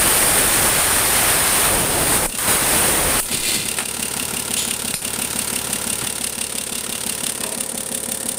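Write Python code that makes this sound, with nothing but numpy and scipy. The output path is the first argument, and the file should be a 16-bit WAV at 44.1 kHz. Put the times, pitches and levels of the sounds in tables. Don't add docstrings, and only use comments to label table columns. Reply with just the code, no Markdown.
import sys
import numpy as np
from scipy import signal
from scipy.fft import rfft, irfft, next_fast_len
from scipy.io import wavfile
from scipy.ndimage import uniform_filter1d

SR = 44100
rng = np.random.default_rng(int(sys.argv[2]) if len(sys.argv) > 2 else 0)


def inscribe(sig):
    pcm = np.round(np.clip(np.atleast_2d(sig).T, -1, 1) * 32767)
    wavfile.write(sys.argv[1], SR, pcm.astype(np.int16))


N = 369558
T = np.arange(N) / SR

# (time [s], count [turns])
SHAFT_TURNS = [(0, 0.382), (3.6837, 22), (4.707, 28), (6.0686, 36), (6.5805, 39), (7.4346, 44),
               (8.4569, 50)]
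# (time in turn [s], chatter [dB], rise [s], decay [s], snap [dB], body knock [dB], pipe ring [dB])
STROKES = [(.0035, 0, 0.0044, 0.0063, -1.5, -4, 0.5), (0.0316, -2.5, 0.0045, 0.0087, -4.5, -3, -5.5),
           (0.0574, -6.5, 0.0018, 0.01, -4.5, -4.5, -10), (0.086, -6.5, 0.0024, 0.0068, -7.5, -4, -31),
           (0.0915, -4.5, 0.0019, 0.0076, -27, -4.5, -14.5), (0.1141, -2.5, .002, .005, -10.5, -1, -14),
           (0.142, -4.5, 0.0015, 0.0067, -4.5, -1, -10), (0.149, -2, 0.0017, 0.0034, -30, -2.5, -16)]
# (frequency [Hz], level [dB])
TICK_TONE = [(900, -18.5), (2000, -16), (3500, -10.5), (5000, -12.5), (7000, -11.5), (8200, -2), (9200, 4),
             (10500, -7.5), (13300, -14.5), (15300, -17.5)]
# (frequency [Hz], level [dB])
SNAP_TONE = [(1500, -37), (3500, -20), (7000, -8.5), (9300, 4), (11000, -2.5), (13300, -8), (15300, -1)]
# (frequency [Hz], level [dB])
RING_TONE = [(900, -25), (2800, -9), (6500, -15), (8200, 2), (9200, 8), (10500, -9), (13000, -23),
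             (15300, -24)]
# (time [s], level [dB])
CLATTER_LEVEL = [(3.9, -32), (5.9, -33), (6.5, -32), (7.25, -32), (7.65, -36.5)]
# (frequency [Hz], level [dB])
BODY_BY_TUBES = [(35, -17), (70, -1), (130, 4), (220, 5), (320, -1), (420, -1.5), (700, -3), (950, -3),
                 (1170, -12), (1420, -7), (2200, -5.5), (5000, -10.5)]
# (frequency [Hz], level [dB])
BODY_BY_DRIVE = [(35, -16), (70, -0.5), (130, -2.5), (220, 8), (340, -3), (440, 2.5), (580, -2), (780, -4),
                 (960, -14), (1100, -14.5), (2200, -14), (5000, -36)]
# (pitch [Hz], width [Hz], boost by tubes [dB], boost by drive [dB])
HOUSING_NOTES = [(987, 43.8, 2.5, 10), (1377, 71, 8.5, 6), (1820, 57, 0, 11.5)]
# (pitch [Hz], level by tubes [dB], level by drive [dB], time to fade 60 dB [s])
PIPE_NOTES = [(2543, 2, -21, 0.053), (2768, 4, -4, 0.088), (2970, -5, -14, 0.085), (3520, -6, 0, 0.07),
              (4130, -12, -14, 0.056), (5730, -40, -15, 0.051)]
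# (time in turn [s], level [dB])
JOLTS = [(0.014, -35), (.022, 5), (0.046, -12), (0.078, -17), (.113, -11), (0.14, 2.5), (0.146, -7)]
# (time [s], relative level [dB])
NEARNESS = [(4.0, -29.5), (4.22, -27.5), (4.7, -29.5), (5.42, -27.5), (5.9, -28.0), (6.3, -31.5),
            (6.58, -32.0), (7.0, -30), (7.6, -29.5), (8.15, -29.5)]
# (time [s], place [0 by the tubes, 1 by the drive])
PHONE_PLACE = [(5.9, 0.1), (6.4, 0.4), (7.2, 0.4), (7.5, 0.97)]
# (start [s], hold [s], depth [dB])
DIPS = [(2.279, 0.052, -6), (3.214, .06, -4), (3.43, 0.22, -5), (3.805, 0.071, -4.5), (4.942, 0.071, -15)]
# (opens [s], shuts [s], hiss [dB], roar [dB], buffeting [dB], leak afterwards [dB])
BLASTS = [(-.05, 2.265, -19, -22, -27, -28.5), (2.384, 2.478, -23, -26.5, -33.5, -50),
          (2.477, 3.203, -18.5, -22, -26, -23.5)]
# (frequency [Hz], level [dB])
JET_TONE = [(15, -30), (25, 1), (165, 0.5), (219, -1), (297, 0.5), (694, 0), (1780, -1.5), (5280, -8.5),
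            (7000, -13), (9100, -42), (15400, -120)]
# (frequency [Hz], level [dB])
HISS_TONE = [(4000, -41), (6500, -15), (7600, -11), (8400, -3.5), (9100, -1), (9700, -3), (10400, -6.5),
             (11200, -7.5), (12300, -11), (13400, -13), (14500, -11.5), (15200, -7.5), (15600, -13)]
# (time [s], relative hiss [dB])
GUN_AIM = [(0.0, -18), (0.69, -17.5), (0.71, -19.5), (1.35, -19), (1.37, -20), (1.61, -18), (1.86, -22.5),
           (2.05, -21), (2.14, -18.5), (2.24, -22), (2.51, -18.5), (2.618, -21.5), (2.836, -18.5),
           (3.038, -22.5), (3.18, -20)]
# (time [s], extra buffeting [dB])
AIR_SPILL = [(.4, 2), (1.2, -0.5), (1.68, 0.5), (1.74, 3.5), (2.25, 2.5), (2.5, 0.5), (3.12, 2), (3.19, 0)]
# (start [s], hold [s], level [dB], rise [s], decay [s])
GRAZES = [(.15, 0.055, -28, .11, 0.11), (1.17, 0.11, -28, 0.29, .1)]
# (pitch [Hz], width [Hz], level [dB])
EDGE_NOTE = [(11750, 400, 0)]
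# (start [s], hold [s], level [dB], rise [s], decay [s])
FIZZES = [(3.329, 0.012, -21, 0.026, 0.023), (3.465, 0.093, -19, 0.056, 0.09)]
# (frequency [Hz], level [dB])
FIZZ_TONE = [(120, -5.5), (350, -1), (800, -13), (1500, -11), (2100, -13), (4200, -4.5), (6000, -9),
             (7500, -3.5), (9000, 0.5), (11000, -8.5), (13500, -11), (15300, -11)]
# (pitch [Hz], width [Hz], level [dB])
FIZZ_NOTES = [(2050, 50, -3), (2430, 22, -3.5), (2700, 70, -2), (3030, 90, -4), (3500, 59, -4),
              (3760, 65, -5), (4180, 89, -1), (4680, 80, -2.5)]
# (pitch [Hz], width [Hz], level [dB])
SQUIRT_NOTES = [(3440, 1000, 0.5), (7000, 130, -2.5), (10820, 25, -4), (8800, 1700, -2)]
# (time [s], clack [dB], clank [dB], thud [dB], decay [s])
KNOCKS = [(2.376, -18, -46, -42, .0015), (2.385, -16, -36, -35, .005), (3.315, -24, -45, -38, 0.0027),
          (3.335, -29, -42, -23.5, 0.012), (3.356, -29, -32, -32, .003), (3.52, -40, -32, -30.5, 0.062),
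          (3.786, -15.5, -15.5, -43, .007), (3.804, -23, -22, -50, 0.021),
          (4.941, -16, -19.5, -19.5, 0.0031), (6.016, -25, -28, -25, 0.021), (7.439, -25, -23, -45, .007)]
# (start [s], level [dB], length [s])
PUFFS = [(2.237, -26.5, 0.075), (3.18, -31, 0.1), (3.363, -31, 0.13), (4.93, -40, 0.074)]
# (pitch [Hz], width [Hz], level [dB])
LEVER_NOTES = [(2480, 330, -10), (4160, 300, -8), (5100, 350, -4.5), (7300, 250, -7), (9360, 350, 3.5),
               (10300, 250, -4), (11800, 600, -5)]
# (pitch [Hz], width [Hz], level [dB])
PANEL_NOTES = [(420, 43, -1), (644, 15, -3.5), (950, 140, -3), (2520, 250, -6)]
# (pitch [Hz], level by tubes [dB], level by drive [dB])
HUM_NOTES = [(70.4, -47, -62), (385.7, -44, -60), (424.4, -56, -48), (452, -47.5, -52), (498.5, -49, -56),
             (534, -54, -42.5)]
# (frequency [Hz], level [dB])
ROOM_TONE = [(25, -16), (70, -13.5), (200, -5.5), (450, -2.5), (1000, -7), (2500, -14), (6500, -9.5),
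             (9050, -10), (11000, -11), (13000, -24), (15300, -25)]

TURN_S = 6 / 35.21
TICK_FOLLOW, RATTLE_FOLLOW, BODY_FOLLOW = 0.27, 1.7, 1.15
ROAR_FOLLOW, ROAR_LOSS = 0.65, 0.64


def pump(tick_db=-26.5, body_db=-37, rattle_db=-33, pipe_db=-6, frame_db=-39.5, accent_db=2):
    near = around_average(NEARNESS)
    first_tick = each_turn(turn_pulse(STROKES[0][0], 0, rise=0.0083, decay=0.0064))
    clatter, tick = split(injectors() * amp(by_place(0, accent_db) * first_tick), 6070)
    knock, rattle = split(pump_body(), 860)
    out = amp(tick_db + TICK_FOLLOW * near) * unit_level(tick)
    out += amp(curve(CLATTER_LEVEL)) * (unit_level(clatter) + amp(pipe_db) * pipes())
    out += amp(rattle_db + RATTLE_FOLLOW * near) * unit_level(rattle)
    out += amp(BODY_FOLLOW * near) * (amp(body_db) * unit_level(knock) + amp(frame_db) * frame())
    return out


def injectors(tail_db=-17, grit_db=1.5, uneven_db=1.0):
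    burst = combine(turn_pulse(s, db, rise, decay) for s, db, rise, decay, *_ in STROKES)
    tail = combine(turn_pulse(s, db + tail_db, rise, decay=0.036) for s, db, rise, *_ in STROKES)
    crack = sum(turn_pulse(s, db, rise=0.00028, decay=0.0034) for s, *_, db, _, _ in STROKES)
    chatter = colour(noise() * each_turn(burst) * amp(grit_db * drift(1500)), TICK_TONE)
    snaps = colour(noise() * each_turn(crack), SNAP_TONE)
    ringing = colour(noise() * each_turn(tail), RING_TONE)
    return unit_level((chatter + snaps + ringing) * amp(uneven_db * drift(50)))


def pump_body(rumble=0.59, alike_below_hz=1800):
    pushes = combine(turn_pulse(s, db, rise=0.002, decay=0.018) for s, *_, db, _ in STROKES)
    force = np.hypot(pushes, rumble)
    knocks = rng.standard_normal(len(force))
    for _ in range(3):
        phases = np.angle(rfft(knocks * force))
        knocks = irfft(np.exp(1j * phases), len(force))
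    low_rattle, high_rattle = split(unit_level(noise() * each_turn(force)), alike_below_hz)
    low_knocks, _ = split(unit_level(each_turn(knocks)), alike_below_hz)
    shake = low_knocks + 0.3 * low_rattle + high_rattle
    body = shake.copy()
    for hz, width, tubes_db, drive_db in HOUSING_NOTES:
        boost = by_place(amp(tubes_db), amp(drive_db)) - 1
        body += boost * band(shake, hz - width / 2, hz + width / 2, order=1)
    return by_place(colour(body, BODY_BY_TUBES), colour(body, BODY_BY_DRIVE))


def pipes(uneven_db=0.5, waver=0.86):
    out = np.zeros(N)
    for hz, tubes_db, drive_db, fade_s in PIPE_NOTES:
        decay = fade_s / np.log(1000)
        ring = combine(turn_pulse(s, db, rise=0.00032, decay=decay) for s, *_, db in STROKES)
        level = amp(by_place(tubes_db, drive_db) + uneven_db * drift(30))
        out += level * each_turn(ring) * np.sin(2 * np.pi * hz * T + waver * drift(90))
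    return unit_level(out)


def frame(rough_hz=232.1, waver=0.63):
    boom = combine(turn_pulse(s, db, rise=0.008, decay=0.0083) for s, db in JOLTS)
    phase = 2 * np.pi * round(rough_hz * TURN_S) * curve(SHAFT_TURNS)
    return unit_level(each_turn(boom) * np.sin(phase + waver * drift(40)))


def blow_gun(valve_s=0.0051, flutter_db=0.5, gust_db=1.0, crackle_db=0.76):
    aim, spill = around_average(GUN_AIM), curve(AIR_SPILL)
    low, high = split(colour(noise(), JET_TONE), 840)
    nozzle = unit_level(colour(noise(), HISS_TONE))
    hiss = nozzle * amp(aim)
    roar = unit_level(high) * amp(ROAR_FOLLOW * aim - ROAR_LOSS * spill + crackle_db * drift(500))
    buffet = unit_level(low * amp(gust_db * drift(60))) * amp(spill)
    out = np.zeros(N)
    for opens, shuts, hiss_db, roar_db, buffet_db, leak_db in BLASTS:
        valve = np.clip(np.minimum(T - opens, shuts - T) / valve_s + 0.5, 0, 1)
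        out += valve * (amp(hiss_db) * hiss + amp(roar_db) * roar + amp(buffet_db) * buffet)
        out += amp(leak_db) * nozzle * pulse(T - shuts, valve_s, decay=0.088)
    return reflections(out * amp(flutter_db * drift(39.54)))


def reflections(jet, depth_db=0.7):
    spectrum = signal.stft(jet, nperseg=512)[2]
    patches = uniform_filter1d(rng.standard_normal(spectrum.shape), 3, axis=0)
    patches = uniform_filter1d(patches, 26, axis=1)
    return signal.istft(spectrum * amp(depth_db * unit_level(patches)), nperseg=512)[1][:N]


def edge_whistle():
    return sum(swell(*row) for row in GRAZES) * noisy_notes(EDGE_NOTE)


def sputter(ring_db=-4, spit_db=2):
    fizz = unit_level(colour(noise(), FIZZ_TONE)) + amp(ring_db) * noisy_notes(FIZZ_NOTES)
    fizz = unit_level(fizz * amp(spit_db * drift(400)))
    squirt = swell(start=4.571, hold=0.018, db=-20, rise=0.004, decay=0.073) * noisy_notes(SQUIRT_NOTES)
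    return sum(swell(*row) for row in FIZZES) * fizz + squirt


def handling(rise=0.00066):
    clack = unit_level(colour(noise(), TICK_TONE))
    clank = unit_level(band(noise(), 520, 2900))
    thud = unit_level(band(noise(), 116, 220))
    out = np.zeros(N)
    for s, clack_db, clank_db, thud_db, decay in KNOCKS:
        out += (amp(clack_db) * clack + amp(clank_db) * clank) * pulse(T - s, rise, decay)
        out += amp(thud_db) * thud * pulse(T - s - decay / 2, 2 * rise, decay)
    for s, db, length in PUFFS:
        progress = np.clip((T - s) / length, 0, 1)
        out += amp(db) * np.sin(np.pi * progress) * np.sin(4 * np.pi * progress)
    return out


def lever(knock_s=4.94, db=-20.5):
    return amp(db) * pulse(T - knock_s, rise=0.0005, decay=0.045) * noisy_notes(LEVER_NOTES)


def panel():
    return swell(start=7.41, hold=0.13, db=-34, rise=0.012, decay=0.022) * noisy_notes(PANEL_NOTES)


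def motor():
    out = np.zeros(N)
    for hz, tubes_db, drive_db in HUM_NOTES:
        note = unit_level(np.sin(2 * np.pi * hz * T + 0.2 * drift(4.7)))
        out += amp(by_place(tubes_db, drive_db)) * note
    return out


def workshop(db=-39):
    return amp(db) * unit_level(colour(noise(), ROOM_TONE))


def machine_dips(blowing_db=-9, fall_s=0.0065, recover_s=0.013):
    dip_db = sum(db * held(s, hold, fall_s, recover_s) for s, hold, db in DIPS)
    blasts = [held(opens, shuts - opens, fall_s, recover_s) for opens, shuts, *_ in BLASTS]
    return amp(dip_db + blowing_db * np.max(blasts, axis=0))


def by_place(tubes, drive):
    place = curve(PHONE_PLACE)
    return (1 - place) * tubes + place * drive


def each_turn(pattern):
    return np.interp(curve(SHAFT_TURNS) % 1, np.arange(len(pattern)) / len(pattern), pattern, period=1)


def turn_pulse(peak_s, db, rise, decay):
    lead_s = TURN_S / 10
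    age = (np.arange(int(TURN_S * SR)) / SR - peak_s + lead_s) % TURN_S - lead_s
    return amp(db) * pulse(age, rise, decay)


def pulse(age, rise, decay):
    return np.exp(np.minimum(age, 0) / rise - np.maximum(age, 0) / decay)


def held(start, hold, rise, decay):
    return pulse(T - np.clip(T, start, start + hold), rise, decay)


def swell(start, hold, db, rise, decay):
    return amp(db) * held(start, hold, rise, decay)


def combine(pulses):
    return np.sqrt(sum(p ** 2 for p in pulses))


def noisy_notes(rows):
    out = np.zeros(N)
    for hz, width, db in rows:
        pole = np.exp((-np.pi * width + 2j * np.pi * hz) / SR)
        out += amp(db) * unit_level(signal.lfilter([1], [1, -pole], noise()).real)
    return unit_level(out)


def noise():
    return rng.standard_normal(N)


def drift(per_s):
    points = rng.standard_normal(40000)
    return unit_level(np.interp(T * per_s, np.arange(len(points)), points))


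def colour(x, tone):
    hz, db = np.transpose(tone)
    size = next_fast_len(len(x) + 4096)
    log_hz = np.log(np.fft.rfftfreq(size, 1 / SR) + 1)
    gain = amp(np.interp(log_hz, np.log(hz), db))
    return irfft(rfft(x, size) * gain, size)[:len(x)]


def band(x, low_hz, high_hz, order=2):
    return signal.sosfilt(signal.butter(order, [low_hz, high_hz], "band", fs=SR, output="sos"), x)


def split(x, hz):
    low = signal.sosfiltfilt(signal.butter(3, hz, fs=SR, output="sos"), x)
    return low, x - low


def curve(rows):
    return np.interp(T, *np.transpose(rows))


def around_average(rows):
    return curve(rows) - np.mean(np.asarray(rows)[:, 1])


def amp(db):
    return 10 ** (np.asarray(db) / 20)


def unit_level(x):
    return x / np.sqrt(np.mean(x ** 2) + 1e-20)


def scene():
    mono = (pump() + motor()) * machine_dips() + workshop()
    mono += blow_gun() + edge_whistle() + sputter()
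    mono += handling() + lever() + panel()
    return np.array([mono, mono])


def record(dry, ceiling=0.68, top_hz=15620):
    rounded = dry / (1 + (dry / ceiling) ** 4) ** (1 / 4)
    treble_cut = signal.firwin(701, top_hz, window=("kaiser", 8), fs=SR)
    return signal.oaconvolve(rounded, treble_cut[None], "same")


dry = scene()
out = record(dry)
inscribe(out)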